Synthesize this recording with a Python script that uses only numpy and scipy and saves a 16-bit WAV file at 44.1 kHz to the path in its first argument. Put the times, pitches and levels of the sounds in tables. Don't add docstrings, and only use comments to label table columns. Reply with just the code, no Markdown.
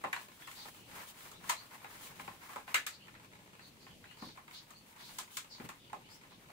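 import sys
import numpy as np
from scipy import signal
from scipy.fft import rfft, irfft
from scipy.io import wavfile
from scipy.ndimage import uniform_filter1d

SR = 44100
rng = np.random.default_rng(int(sys.argv[2]) if len(sys.argv) > 2 else 0)


def unload_wav(signal):
    wavfile.write(
        sys.argv[1],
        SR,
        np.round(np.clip(np.atleast_2d(signal).T, -1, 1) * 32767).astype(np.int16),
    )


N = 287861
TIME = np.arange(N) / SR

# (pitch [Hz], time to fade by 60 dB [s], level [dB])
SHELL_TONES = [(348, 0.014, 0), (590, 0.015, 0.5), (745, 0.028, -2), (847, 0.018, -1.5), (1044.6, 0.027, 0),
               (1063.4, 0.022, 1.5), (1205, 0.012, 1), (1330, 0.012, 0)]
# (pitch [Hz], time to fade by 60 dB [s], level [dB])
RIM_TONES = [(1426, 0.0088, 2.5), (1723, 0.034, -3.5), (2010, 0.0098, 3.5), (2486, 0.011, 3),
             (2747, 0.0094, 0.5), (3344, 0.0079, -4.5), (3910, 0.035, -10.5), (4570, 0.003, -6.5)]
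# (frequency [Hz], level [dB])
SNAP_SPECTRUM = [(300, -71), (1500, -4.5), (3500, 0.5), (5500, -4.5), (7500, 1.5), (10500, -7),
                 (14000, -8.5), (16000, -7)]


def undb(db):
    return 10 ** (np.asarray(db) / 20)


def unit(x):
    return x / np.sqrt(np.mean(x ** 2))


def along(points, hz):
    frequencies, values = np.transpose(points)
    return np.interp(np.log(hz + 1), np.log(frequencies), values)


def bins(x):
    return np.fft.rfftfreq(x.shape[-1], 1 / SR)


def colour(x, points):
    return irfft(rfft(x) * undb(along(points, bins(x))), x.shape[-1])


def walk(per_s):
    step = int(SR / per_s)
    stairs = np.repeat(rng.standard_normal(N // step + 1), step)
    return unit(uniform_filter1d(stairs, step)[:N])


def diffuse(pair):
    # (frequency [Hz], likeness [0 to 1])
    likeness = [(40, 0.77), (150, 0.93), (350, 0.72), (700, 0.44), (1300, 0), (15000, 0)]
    alike = along(likeness, bins(pair))
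    mid, side = rfft(pair)
    mid, side = mid * np.sqrt(1 + alike), side * np.sqrt(1 - alike)
    return irfft([mid + side, mid - side], pair.shape[-1])


def room(rise_s=0.0016, size=12000, early_db=-1, tail_db=1):
    # (frequency [Hz], time to fade by 60 dB [s])
    echo_times = [(150, 0.32), (1000, 0.17), (4000, 0.21), (14000, 0.16)]
    t = np.arange(size) / SR
    rise = t / rise_s
    early = rng.standard_normal((2, size)) * rise ** 2 * np.exp(-2 * rise)
    early /= np.linalg.norm(early, axis=1, keepdims=True)
    noise, tail = rfft(rng.standard_normal((2, size))), 0
    centres, fade_times = np.transpose(echo_times)
    for band, fade_s in zip(np.eye(len(centres)), fade_times):
        share = along(np.transpose([centres, band]), bins(t))
        fade = np.exp(-np.log(1000) * t / fade_s)
        tail = tail + irfft(noise * share, size) * fade * (1 - np.exp(-rise))
    tail /= np.linalg.norm(tail, axis=1, keepdims=True)
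    return diffuse(undb(early_db) * early + undb(tail_db) * tail)


def heard(x, echoes):
    return signal.fftconvolve(np.atleast_2d(x), echoes, axes=1)


def blurred(x):
    echoes = room()
    return heard(x, echoes / np.linalg.norm(echoes, axis=1, keepdims=True))[:, :N]


def add(out, time_s, sound, db, size=880):
    start = int(time_s * SR)
    gain = undb(db) / np.sqrt(np.mean(sound[:, :size] ** 2))
    out[:, start:start + sound.shape[1]] += gain * sound[:, :N - start]


def ring(tones, spot_hz=2000, focus_db=0, detune=0.029, scatter_db=0.5, size=2400):
    hz, fade_s, db = np.transpose(tones)[:, :, None]
    shift, strength = rng.standard_normal((2, len(tones), 1))
    db = db - focus_db * abs(np.log2(hz / spot_hz)) + scatter_db * strength
    t = np.arange(size) / SR
    signs = (-1) ** np.arange(len(tones))[:, None]
    waves = signs * np.sin(2 * np.pi * hz * (1 + detune * shift) * t)
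    sound = np.sum(undb(db) * waves * np.exp(-np.log(1000) * t / fade_s), axis=0)
    bass_cut = signal.butter(2, 0.41 * hz.min(), "high", fs=SR, output="sos")
    return signal.sosfilt(bass_cut, sound)


def pulse(spectrum, size=2048):
    cepstrum = irfft(np.log(undb(along(spectrum, bins(np.zeros(size))))))
    cepstrum[1:size // 2] *= 2
    cepstrum[size // 2 + 1:] = 0
    return irfft(np.exp(rfft(cepstrum)))


def room_air(level_db=-62.5, waver_db=2.05):
    # (frequency [Hz], relative level [dB])
    air_spectrum = [(15, -36), (25, -4), (55, -9), (113, 2), (193, 1), (457, -6.5), (537, -8), (741, -13),
                    (848, -16), (1340, -28.5), (2560, -12.5), (5580, -20.5), (7910, -22), (14300, -28),
                    (15500, -59)]
    rush = unit(colour(diffuse(rng.standard_normal((2, N))), air_spectrum))
    return rush * undb(level_db + waver_db * walk(5.94))


def friction(db, spectrum, uneven_db, slips_per_s=3000):
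    slips = (rng.random((2, N)) < slips_per_s / SR) * rng.choice([-1, 1], (2, N))
    rough_hiss = unit(slips) + rng.standard_normal((2, N))
    return unit(colour(diffuse(rough_hiss), spectrum)) * undb(db + uneven_db * walk(40))


def rubbing_hands(speed_up_share=0.59):
    # (time [s], relative level [dB])
    fidgeting = [(0, -61.5), (0.5, -57), (0.85, -71), (1.8, -59.5), (2.6, -59.5), (3.1, -68), (4.6, -64.5),
                 (5.45, -62), (5.95, -68.5), (6.5, -65.5)]
    # (fastest moment [s], length [s], relative glove level [dB], cloth level [dB])
    strokes = [(0.221, .14, -63, -49.5), (0.676, 0.63, -58, -52), (0.987, .22, -46, -50.5),
               (1.09, 0.17, -58.5, -52), (1.261, 0.27, -54.5, -48.5), (1.488, 0.12, -47, -46),
               (1.63, 0.23, -56.5, -62), (1.745, .1, -49.5, -68), (1.951, 0.16, -53.5, -52.5),
               (2.059, 0.18, -51.5, -47), (2.247, 0.24, -57, -52.5), (2.415, 0.16, -56, -68),
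               (2.55, 0.21, -53, -58), (2.716, 0.096, -46, -63), (3.235, 0.069, -59, -73),
               (3.678, 0.073, -58.5, -60), (4.243, 0.31, -62, -62), (4.55, 0.17, -58.5, -57),
               (5.145, 0.39, -57.5, -51.5), (5.358, 0.11, -65, -44.5), (5.648, 0.074, -51, -55),
               (6.146, .12, -77, -55.5)]
    # (frequency [Hz], relative level [dB])
    glove_spectrum = [(60, -33), (200, -5.5), (550, -7.5), (950, 1.5), (1400, -1), (2100, -1.5),
                      (3200, -10), (6000, -14.5)]
    # (frequency [Hz], relative level [dB])
    cloth_spectrum = [(200, -4), (1000, -41), (3000, 3), (5500, -3.5), (7500, -0.5), (10500, -2),
                      (14500, -5), (16000, 7)]
    fidget_db = np.interp(TIME, *np.transpose(fidgeting))
    rub_power, cloth_power = undb(fidget_db - 1) ** 2, undb(fidget_db + 0.5) ** 2
    for peak_s, length_s, glove_db, fabric_db in strokes:
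        start_s = peak_s - speed_up_share * length_s
        speed = np.interp(TIME, [start_s, peak_s, start_s + length_s], [0, 1, 0])
        rub_power += (speed * undb(glove_db)) ** 2
        cloth_power += (speed * undb(fabric_db)) ** 2
    rub_db, cloth_db = 10 * np.log10(rub_power), 10 * np.log10(cloth_power)
    gloves = friction(rub_db - 2, glove_spectrum, uneven_db=3.33) + light_ticks(rub_db)
    return gloves + friction(cloth_db, cloth_spectrum, uneven_db=1.8)


def light_ticks(rub_db, per_s=28, level_db=-64, follow=0.43, spread_db=3.5, spots=10):
    out, snap = np.zeros(N), unit(pulse(SNAP_SPECTRUM, size=2400))
    for _ in range(spots):
        hits = rng.random(N) < per_s / spots / SR
        strength = undb(spread_db * np.minimum(rng.exponential(size=N), 2.5))
        spot_hz = 980 * 2 ** (0.28 * rng.standard_normal())
        shell = unit(ring(SHELL_TONES, spot_hz, focus_db=17, detune=0.052))
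        rim = unit(ring(RIM_TONES, detune=0.065))
        out += signal.oaconvolve(hits * strength, rim + 0.75 * shell + 0.5 * snap)[:N]
    return unit(blurred(out * undb(follow * rub_db))) * undb(level_db)


def helmet_taps():
    # (time [s], strength [dB], place [0 shell to 1 rim], hardness [0 glove to 1 plastic])
    taps = [(0.038, -33.5, 0.24, 0.11), (0.045, -41.5, 0.63, 0.26), (0.128, -32.5, 0.77, 0.44),
            (0.161, -39.5, 0.55, 0.4), (0.419, -55, 0.91, .2), (0.472, -45.5, .58, 0.53),
            (0.512, -54, 0.93, .83), (0.654, -48.5, 0.37, 0.34), (1.313, -55.5, .3, 0.87),
            (1.439, -50, 0.41, .5), (1.491, -39.5, 1, 0.86), (1.495, -29, 0.4, 0.72),
            (1.844, -44.5, 0.46, 0.11), (2.195, -43.5, 0.52, 0.23), (2.277, -41, 0.4, 0.078),
            (2.49, -49, 0.37, 0.38), (2.531, -50.5, .45, .53), (2.558, -38.5, 0.32, 0.35),
            (2.677, -44.5, 0.53, 0.2), (2.742, -26.5, 0.94, 0.68), (2.864, -40, 0.66, 0.9),
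            (3.079, -52.5, 0.65, 0.36), (3.15, -57, 1, .05), (3.592, -54, 0.66, .2),
            (3.865, -52.5, 0.53, .15), (4.04, -54, 0.81, .05), (4.11, -57.5, 0.85, 0.56),
            (4.22, -46.5, 0.28, 0.23), (4.372, -48.5, 0.36, .3), (4.478, -55, 0.55, 0.42),
            (4.704, -55, 0.29, .77), (4.961, -55.5, .47, 0.55), (5.184, -44, 0.26, 1),
            (5.368, -42.5, 0.58, 1), (5.598, -47.5, 0.5, 0.15), (5.688, -44, 0.48, 0.64),
            (5.929, -39, 0.22, 0.22), (6.234, -56, .55, 0.28), (6.318, -57.5, 0.4, 0.078),
            (6.495, -57.5, 0.11, 0.2)]
    out, snap = np.zeros((2, N)), pulse(SNAP_SPECTRUM)
    for time_s, db, place, hardness in taps:
        rim_share = np.clip(place, 0.01, 0.99)
        spot_hz = 900 * (1330 / 900) ** hardness
        rise_s = np.interp(hardness, [0, 1], [0.00094, 0.0032])
        snap_db = np.interp(hardness, [0, 1], [-27, 4])
        shell = heard(ring(SHELL_TONES, spot_hz, focus_db=19), room(rise_s))
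        rim = heard(ring(RIM_TONES, spot_hz=1530, focus_db=3), room(rise_s))
        add(out, time_s, shell, db + 20 * np.log10(1 - rim_share))
        add(out, time_s, rim, db + 20 * np.log10(rim_share))
        add(out, time_s, heard(snap, room(rise_s)), db + snap_db)
    return out


def padding_thuds():
    # (time [s], level [dB], pitch [times the padding's own])
    presses = [(0.038, -49, 2.8), (1.845, -65, 1.9), (2.743, -54.5, 3.9), (4.217, -47.5, 1.2),
               (4.264, -54.5, 1.1), (5.594, -48.5, 1.4), (5.634, -52, 0.93)]
    # (frequency [Hz], relative level [dB])
    thud_spectrum = [(40, -19), (80, -8.5), (130, -2.5), (280, -4), (450, -12.5), (900, -30.5), (2000, -45)]
    out = np.zeros((2, N))
    for time_s, db, pitch in presses:
        thud = pulse([(hz * pitch, band_db) for hz, band_db in thud_spectrum])
        add(out, time_s, heard(thud, room(rise_s=0.0093)), db)
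    return out


def narrow_hiss(hz, width_hz):
    smoothing = signal.butter(2, width_hz / 2.2, fs=SR, output="sos")
    flutter = signal.sosfilt(smoothing, rng.standard_normal((2, 2, len(hz))))
    phase = 2 * np.pi * np.cumsum(hz) / SR
    return unit(flutter[0] * np.cos(phase) + flutter[1] * np.sin(phase))


def faint_chirps(boost_db=1, wander=0.0315, upper_ratio=1.47, upper_db=-11):
    # (time [s], length [s], first pitch [Hz], last pitch [Hz], width [Hz], relative level [dB])
    chirps = [(0.4, 0.091, 3420, 3360, 300, -60.5), (0.541, 0.12, 4690, 3830, 1310, -53.5),
              (0.72, 0.21, 2990, 2730, 500, -65), (1.32, 0.073, 3690, 4000, 450, -64),
              (1.54, 0.085, 4140, 4460, 600, -56), (2.908, 0.065, 4740, 4110, 1310, -59),
              (2.978, 0.093, 2780, 3070, 400, -60.5), (3.589, 0.11, 4360, 4080, 700, -62.5),
              (3.788, 0.075, 4980, 4600, 1200, -64), (3.849, 0.12, 3130, 3010, 400, -65.5),
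              (4.027, 0.14, 2543, 3240, 450, -61), (4.155, 0.2, 4740, 3900, 1600, -57.5),
              (4.52, 0.089, 4050, 4100, 1890, -52), (4.732, 0.073, 4200, 4240, 199, -63),
              (4.963, 0.17, 3960, 4430, 1700, -57.5), (5.487, 0.094, 5150, 3810, 1200, -54),
              (5.766, 0.16, 3390, 3050, 900, -64.5), (6.016, 0.082, 2600, 3300, 450, -64),
              (6.081, 0.088, 4760, 5000, 800, -59.5), (6.283, 0.095, 3300, 4000, 1400, -65.5)]
    out, wobble = np.zeros((2, N)), 1 + wander * walk(55)
    for time_s, length_s, first_hz, last_hz, width_hz, db in chirps:
        start, size = int(time_s * SR), int(length_s * SR)
        progress = np.linspace(0, 1, size)
        hz = (first_hz + (last_hz - first_hz) * progress) * wobble[start:start + size]
        hiss = narrow_hiss(hz, width_hz) + undb(upper_db) * narrow_hiss(upper_ratio * hz, width_hz)
        out[:, start:start + size] += undb(db + boost_db) * hiss * np.sin(np.pi * progress)
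    return blurred(out)


def scene():
    return helmet_taps() + padding_thuds() + rubbing_hands() + faint_chirps() + room_air()


def record(dry):
    # (frequency [Hz], left minus right [dB])
    balance = [(100, 1.7), (400, 1), (1500, 1), (4400, 2), (8000, 1), (10000, -1.5), (13000, 4),
               (16000, 3.5)]
    left = colour(dry[0], [(hz, db / 2) for hz, db in balance])
    right = colour(dry[1], [(hz, -db / 2) for hz, db in balance])
    treble_cut = signal.ellip(10, 0.2, 70, 15600, fs=SR, output="sos")
    return signal.sosfilt(treble_cut, [left, right])


dry = scene()
out = record(dry)
unload_wav(out)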